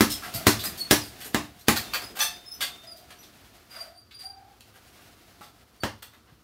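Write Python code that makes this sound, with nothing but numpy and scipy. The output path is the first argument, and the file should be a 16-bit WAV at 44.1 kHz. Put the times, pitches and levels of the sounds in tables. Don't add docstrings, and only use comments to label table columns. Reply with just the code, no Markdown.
import sys
import numpy as np
from scipy import signal
from scipy.fft import rfft, irfft
from scipy.io import wavfile

SR = 44100
rng = np.random.default_rng(int(sys.argv[2]) if len(sys.argv) > 2 else 0)


def store_pcm(level_fs):
    pcm = np.round(np.clip(level_fs, -1, 1) * 32767).astype(np.int16)
    wavfile.write(sys.argv[1], SR, np.atleast_2d(pcm).T)


def boost_factor(decibels):
    exponent = np.asarray(decibels, float) / 20
    return 10 ** exponent


N = 283563


def evened(x):
    return x / np.sqrt(np.mean(x ** 2) + 1e-20)


def read(points, hz):
    f, value = np.transpose(points)
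    return np.interp(np.log(hz + 1), np.log(f + 1), value)


def add(mix, s, sound):
    part = mix[max(round(s * SR), 0):][:len(sound)]
    part += sound[:len(part)]


def coloured(size, db_at):
    hz = np.fft.rfftfreq(size, 1 / SR)
    white = rng.standard_normal(size)
    return evened(irfft(rfft(white) * boost_factor(db_at(hz)), size))


def wobble(size, hz):
    return coloured(16384, lambda f: -12 * (f / hz) ** 2 - 200 * (f < 1))[:size]


def swell(length, rise, fade_db):
    t = np.arange(0, length, 1 / SR)
    fade = boost_factor(fade_db * (t / length) ** 2)
    soft_end = np.minimum((length - t) / 0.0062, 1)
    return t, np.minimum(t / rise, 1) * fade * soft_end


FLIP_HZ = 218
STRAY_TURNS = 0.23


def rings(modes, size):
    t = np.arange(size) / SR
    total = np.zeros(size)
    for hz, db, t60 in modes:
        start_luck, strength_luck = rng.random(2)
        turns = hz * t + STRAY_TURNS * (start_luck - 0.5)
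        strength = np.sign(FLIP_HZ - hz) * (1 + 0.47 * strength_luck)
        total += strength * boost_factor(db - 60 * t / t60) * np.sin(2 * np.pi * turns)
    return total


# (frequency [Hz], relative level [dB per Hz])
AIR_COLOUR = [(26, -30), (55, 7.5), (110, 5.5), (155, -8), (235, 0), (450, -5.5), (700, -17), (1240, -7.5),
              (2230, -24), (4450, -16.5), (7860, -27.5), (14900, -24), (16500, -38.5)]
# (frequency [Hz], relative level [dB per Hz])
CLOTH_COLOUR = [(290, -0.5), (500, -6.5), (579, -6.5), (700, 0), (885, -8), (1410, -6.5), (4550, -10),
                (7600, -16), (14700, -17), (15800, -19), (16500, -28)]
# (time [s], level [dB])
RUSTLE = [(0.0, -40), (0.25, -43), (0.55, -42), (0.8, -45.5), (1.45, -52.5), (1.651, -58.5), (1.86, -44),
          (2.15, -49), (2.47, -54), (2.78, -51.5), (2.97, -57.5), (3.29, -55.5), (3.85, -56), (3.95, -71),
          (4.67, -60.5), (5.03, -53.5), (5.69, -62.5), (6.43, -66)]
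AIR_DB, FLICKER_DB = -61, 1.6


def background():
    air = coloured(N + 1, lambda hz: read(AIR_COLOUR, hz))[:N]
    rustle = coloured(N + 1, lambda hz: read(CLOTH_COLOUR, hz))[:N]
    flicker = coloured(N + 1, lambda hz: -12 * (hz / 25) ** 2)[:N]
    s, db = np.transpose(RUSTLE)
    rustle_db = np.interp(np.arange(N) / SR, s, db) + FLICKER_DB * flicker
    return boost_factor(AIR_DB) * air + boost_factor(rustle_db) * rustle


# (time [s], slap level [dB], thump level [dB], push level [dB], skin tilt [dB per octave])
PUNCHES = [(0.0074, -10.5, -20, -25.5, -3), (0.4681, -7.5, -22, -19, 8.5), (0.9099, -7, -27, -20.5, 13.5),
           (1.3453, -16, -25.5, -26.5, -4), (1.683, -10, -22.5, -23, 1), (5.8348, -20.5, -36.5, -31.5, -4)]
# (frequency [Hz], relative level [dB per Hz])
LEATHER_COLOUR = [(300, -29), (520, -5), (900, -4), (1650, -3.5), (2500, -10), (5200, -11.5), (7600, -17.5),
                  (13700, -19.5), (15600, -19), (16500, -39)]
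# (frequency [Hz], relative level [dB], t60 [s])
FILLING = [(72, -7, .15), (92, -8, .15), (107, -2.5, 0.18), (142, -11, 0.17)]
# (frequency [Hz], relative level [dB], t60 [s])
BODY = [(204, 4, .12), (232, 4.5, .13), (262, -5, .09)]
# (frequency [Hz], relative level [dB], t60 [s])
SKIN = [(296, 2, 0.18), (329.5, -1.5, .14), (370.8, 1, .13), (413.7, -3.5, .1), (460, -10.5, .08),
        (610, -13, .1), (700, -19, .1)]
SLAP_TILT_DB = 4.5
TILT_PER_DB = 0.3243
SKIN_RISE_S, BODY_RISE_S, PUSH_RISE_S = 0.00046, 0.01, 0.0033


def punch(slap_db, thump_db, push_db, skin_tilt_db):
    t = np.arange(16384) / SR
    tilt_db = SLAP_TILT_DB + TILT_PER_DB * slap_db

    def leather(hz):
        return read(LEATHER_COLOUR, hz) + tilt_db * np.log2((hz + 1) / 3000)

    noise = np.array([coloured(len(t), leather) for way in range(4)])
    hiss_fade = boost_factor(-4.5 - 60 * t / 0.04)
    crack_fade = boost_factor(-1 - 60 * t / 0.013)
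    slap = noise * (hiss_fade + crack_fade) * np.minimum(t / 0.00051, 1)
    tilted_skin = [(hz, db + skin_tilt_db * np.log2(hz / 250), t60) for hz, db, t60 in SKIN]
    thump = rings(tilted_skin, len(t)) * np.minimum(t / SKIN_RISE_S, 1)
    thump += rings(BODY, len(t)) * np.minimum(t / BODY_RISE_S, 1)
    push = rings(FILLING, len(t)) * np.minimum(t / PUSH_RISE_S, 1)
    stuffing = boost_factor(1.5 * wobble(len(t), 40))
    return slap * boost_factor(slap_db), (boost_factor(thump_db) * thump + boost_factor(push_db) * push) * stuffing


# (frequency [Hz], t60 [s])
ROOM = [(100, 0.61), (250, 0.27), (600, 0.28), (1500, 0.23), (4000, 0.28), (10000, 0.24), (16000, 0.21)]


def room(x, scattered):
    taps = np.zeros((3, SR // 2))
    slots = np.arange(100, SR // 2 - 20, 20)
    at = slots + rng.integers(0, 20, (3, len(slots)))
    np.put_along_axis(taps, at, rng.choice([-1., 1.], at.shape), 1)
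    hz, t, z = signal.stft(taps, SR, nperseg=512)
    decay = boost_factor(-60 * t / read(ROOM, hz)[:, None])
    tails = signal.istft(z * decay, SR, nperseg=512)[1]
    turn = np.pi * (np.arange(N) / SR / 1.3 + np.arange(3)[:, None] / 3)
    fed = x * np.cos(turn) * np.sqrt(2 / 3) + scattered / np.sqrt(3)
    return signal.oaconvolve(fed, tails / np.linalg.norm(tails[0]), axes=1).sum(0)[:N]


# (time [s], level [dB], brightest pitch [Hz], low end [dB], top end [dB], contact [s])
SCUFFS = [(0.094, -19.5, 5200, -43, 7.5, 0.023), (0.222, -28.5, 1427, -1.5, 2.5, 0.023),
          (0.336, -21.5, 4850, -14, 16, 0.018), (0.589, -25, 3700, -40, 2.5, 0.018),
          (0.633, -20, 4030, -1.5, 16, 0.022), (0.771, -28.5, 4600, -37, 11.5, .019),
          (1.017, -36, 4700, -13, 9, 0.038), (1.2, -33.5, 3100, -10, 9, 0.019),
          (1.243, -29.5, 6970, -6, 11, 0.017), (1.587, -42.5, 5600, -39, 8, 0.019),
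          (1.757, -16.5, 4240, -11, 6, 0.014), (1.934, -14.5, 4500, -2.5, 5.5, 0.015),
          (2.018, -28.5, 5100, 13, 17, 0.0056), (2.151, -26.5, 3050, 2, 9.5, 0.021),
          (2.189, -16.5, 4930, -5, 8, .011), (2.21, -16, 3400, -6.5, 10.5, 0.019),
          (2.605, -18, 3220, -8.5, 3, 0.021), (2.832, -41, 3430, -14, 4, 0.012),
          (2.96, -42.5, 4750, -44, 11, 0.018), (3.103, -37.5, 3020, -1.5, 1, 0.013),
          (3.228, -41, 5200, -44, 0, .012), (3.69, -41.5, 4800, -1, 6, 0.097),
          (3.742, -41.5, 6440, 4, -6, 0.029), (4.107, -40, 4770, -21, -7.5, 0.014),
          (4.186, -42.5, 4760, -6, 5, .03), (4.606, -39, 2970, -29, 2, 0.0031),
          (4.736, -44.5, 2950, 7, 7.5, 0.021), (4.991, -46, 5100, 21, -19, 0.005),
          (5.408, -32.5, 1090, 8, 5, 0.0074), (5.425, -39.5, 5000, -24, 2, 0.015),
          (6.022, -28.5, 3280, -6, 7.5, 0.0061), (6.127, -45.5, 4110, 4.5, 2.5, .016),
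          (6.269, -51, 2820, 6, -2, 0.024)]
# (frequency [Hz], relative level [dB per Hz])
RUB_COLOUR = [(310, -31.5), (520, 3), (1030, 1), (1220, 8), (4360, -3.5), (10200, -17), (12400, -10.5),
              (15600, -15.5), (16500, -36.5)]
# (frequency [Hz], width [Hz], level [dB])
CHAIN = [(1450, 27, -14.5), (3520, 170, -6.5), (4544, 160, -7), (4530, 43, -11), (5330, 35, -2),
         (6970, 33, -11.5), (7270, 19, -7), (6200, 14, -6), (8420, 52, 20.5), (9170, 2000, -2.5),
         (9340, 76, 2.5), (10000, 27, -4.5), (10700, 11, -25.5), (12200, 25, -7), (12640, 430, -11),
         (13600, 38, -17)]
SCUFF_RISE, SCUFF_FADE = 0.29, 4.5
LINKS_DB = 7


def scuff(db, peak_hz, low_db, top_db, rise, hold, t60):
    t = np.arange(16384) / SR
    shaken = rng.random(len(CHAIN))

    def colour(hz):
        patch_db = 5.2 * np.exp(-((hz - peak_hz) / 350) ** 2)
        tilt_db = read([(800, low_db), (3500, 0.015), (11000, top_db)], hz)
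        links = 0
        for (f, width, link_db), share in zip(CHAIN, shaken):
            peak = 1 / (1 + ((hz - f) / (0.41 * width)) ** 2)
            links = links + share * boost_factor(LINKS_DB + 0.4 * link_db) * peak
        return read(RUB_COLOUR, hz) + tilt_db + patch_db + 20 * np.log10(1 + links)

    shape = np.minimum(t / rise, 1) * boost_factor(-60 * np.maximum(t - rise - hold, 0) / t60)
    grain = boost_factor(2.5 * wobble(len(t), 250))
    return boost_factor(db - 12.5) * shape * grain * coloured(len(t), colour)


# (frequency [Hz], level [dB], t60 [s])
STAND = [(712, -1.5, 0.79), (1340, -6.5, 0.63)]


def stand(rattles):
    return boost_factor(-58) * signal.oaconvolve(rattles, rings(STAND, SR))[:N]


# (time [s], length [s], level [dB], first pitch [Hz], last pitch [Hz])
SQUEALS = [(.1, 0.072, -42, 5320, 5100), (.65, 0.051, -35.5, 4950, 4750), (.78, 0.045, -40, 4500, 4230),
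           (1.01, .05, -43, 5060, 4384), (2.025, 0.063, -41, 5040, 4900), (2.331, 0.045, -47.5, 4950, 4780),
           (2.455, 0.085, -39.5, 5190, 5185), (2.868, .09, -42.5, 4990, 4590),
           (3.703, .16, -44.5, 4893, 4626), (3.923, 0.081, -55, 4655, 4620), (4.138, 0.18, -45, 4768, 4735),
           (5.8, 0.031, -47.5, 4600, 4310)]
# (time [s], length [s], level [dB], first pitch [Hz], last pitch [Hz])
THIN_SQUEALS = [(2.51, 0.083, -58, 6000, 5670), (3.184, 0.0455, -51.5, 5830, 5970)]
HOOK_PARTIALS = [0, -13, -21]
LINK_PARTIALS = [0, -1, -24]
HOOK_WAVER, LINK_WAVER = 0.008, 0.005
WEAK_DB, SMEAR_PER_DB = -46, 0.7


def squeal(length, db, first_hz, last_hz, partials_db, waver):
    t, shape = swell(length, 0.014, -7)
    hz = first_hz + (last_hz - first_hz) * (t / length) ** 1.6
    smear = waver * boost_factor(SMEAR_PER_DB * max(WEAK_DB - db, 0))
    turns = np.cumsum(hz * (1 + smear * wobble(len(t), 150))) / SR
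    tone = sum(boost_factor(d) * np.sin(2 * np.pi * k * turns) for k, d in enumerate(partials_db, 1))
    return shape * tone * boost_factor(db + 5.4 * wobble(len(t), 50))


# (time [s], level [dB], pitch [Hz], t60 [s])
BUMPS = [(0.11, -37, 61.9, 0.11), (0.345, -38, 123, 0.35), (0.598, -57, 205, 0.1), (0.657, -42.5, 213, 0.3),
         (0.716, -38.5, 103, 0.079), (0.798, -44.5, 229, 0.09), (1.253, -50.5, 338, 0.6),
         (1.77, -51, 143, 0.052), (2.096, -50, 286, 0.46), (2.627, -52, 254, 0.14), (3.106, -69, 120, 0.12),
         (3.577, -52, 61.3, 0.091), (5.406, -46, 285, 0.054), (6.32, -51, 101, 0.099)]


def bump(db, hz, t60):
    t = np.arange(8192) / SR
    body = coloured(len(t), lambda f: -8 * np.log2((f + 1) / hz) ** 2)
    return boost_factor(db + 2.5 - 60 * t / t60) * np.minimum(t / 0.0049, 1) * body


# (time [s], length [s], level [dB], first pitch [Hz], last pitch [Hz])
CREAKS = [(0.226, .11, -50.5, 723, 712), (0.346, .085, -38.5, 689, 688), (1.443, .16, -66, 700, 720),
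          (2.828, 0.23, -55.5, 695, 671.4), (3.761, 0.22, -52, 685.4, 673), (4.218, .33, -56, 767, 802)]
SCOOP, SCOOP_S = 0.067, 0.0093


def creak(length, db, first_hz, last_hz):
    t, shape = swell(length, 0.012, -6)
    glide = first_hz + (last_hz - first_hz) * t / length
    hz = glide * (1 - SCOOP * np.exp(-t / SCOOP_S))
    turns = np.cumsum(hz * (1 + 0.045 * wobble(len(t), 140))) / SR
    throb = boost_factor(3.5 * wobble(len(t), 70))
    stack = sum(boost_factor(-13 * np.log2(k)) * np.sin(2 * np.pi * k * turns + k * k) for k in range(1, 9))
    return shape * stack * boost_factor(db) * throb


SWISH_S = 0.014


def swish(slap_db):
    return scuff(slap_db - 14, 4500, -16.5, 0.5, SWISH_S, 0, 0.035)


# (time [s], level [dB])
RING = [(1.846, -43), (1.897, -42.5), (2.275, -40.5), (2.36, -52), (2.45, -54), (2.705, -45),
        (2.765, -47.5), (2.81, -55)]


def steel_ring(db):
    t = np.arange(16384) / SR
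    hz, t60 = 3625, 0.28
    return boost_factor(db - 60 * t / t60) * np.minimum(t / 0.002, 1) * np.sin(2 * np.pi * hz * t)


# (time [s], pitch [Hz], level [dB])
SOLE = [(2.194, 822.6, -39), (2.213, 860, -28), (2.234, 877, -48), (2.267, 878, -42), (2.33, 887, -75)]
SOLE_PARTIALS = [-6, 0, -1.5, 2, -0.5, -3, 3, -40]


def sole():
    s, *columns = np.transpose(SOLE)
    t = np.arange(s[0], s[-1], 1 / SR)
    hz, db = (np.interp(t, s, column) for column in columns)
    turns = np.cumsum(hz * (1 + 0.017 * wobble(len(t), 230))) / SR
    stack = sum(boost_factor(d) * np.sin(2 * np.pi * k * turns + k * k) for k, d in enumerate(SOLE_PARTIALS, 1))
    return signal.windows.tukey(len(t), 0.15) * stack * boost_factor(db + 3.5 * wobble(len(t), 66))


def scene():
    near, thumps, hook, *slaps = np.zeros((7, N))
    for s, *rub, contact in SCUFFS:
        add(near, s, scuff(*rub, SCUFF_RISE * contact, contact, SCUFF_FADE * contact))
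    for s, slap_db, *_ in PUNCHES[1:]:
        add(near, s - SWISH_S, swish(slap_db))
    near += stand(near)
    for s, *blow in PUNCHES:
        slap, thump = punch(*blow)
        for way, noise in zip(slaps, slap):
            add(way, s, noise)
        add(thumps, s, thump)
    for s, *slip in SQUEALS:
        add(hook, s, squeal(*slip, HOOK_PARTIALS, HOOK_WAVER))
    for s, *slip in THIN_SQUEALS:
        add(hook, s, squeal(*slip, LINK_PARTIALS, LINK_WAVER))
    for s, *knock in BUMPS:
        add(thumps, s, bump(*knock))
    for s, *slip in CREAKS:
        add(near, s, creak(*slip))
    for s, db in RING:
        add(near, s, steel_ring(db))
    add(near, SOLE[0][0], sole())
    to_walls = near + boost_factor(-11) * thumps + boost_factor(-3) * hook
    echo = room(to_walls, np.array(slaps[1:]))
    return (near + hook + slaps[0] + thumps + boost_factor(1) * echo + background())[None]


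def low_pass(x):
    return signal.sosfilt(signal.butter(12, 16980, fs=SR, output="sos"), x)


def record(dry):
    thin = signal.sosfilt(signal.butter(3, 44, "high", fs=SR, output="sos"), dry)
    soft = 0.95 * np.tanh(thin / 0.95)
    edge = signal.firwin(511, 15800, window=("kaiser", 9), fs=SR)
    finished = signal.oaconvolve(soft, edge[None], "same")
    return low_pass(finished)


dry = scene()
out = record(dry)
store_pcm(out)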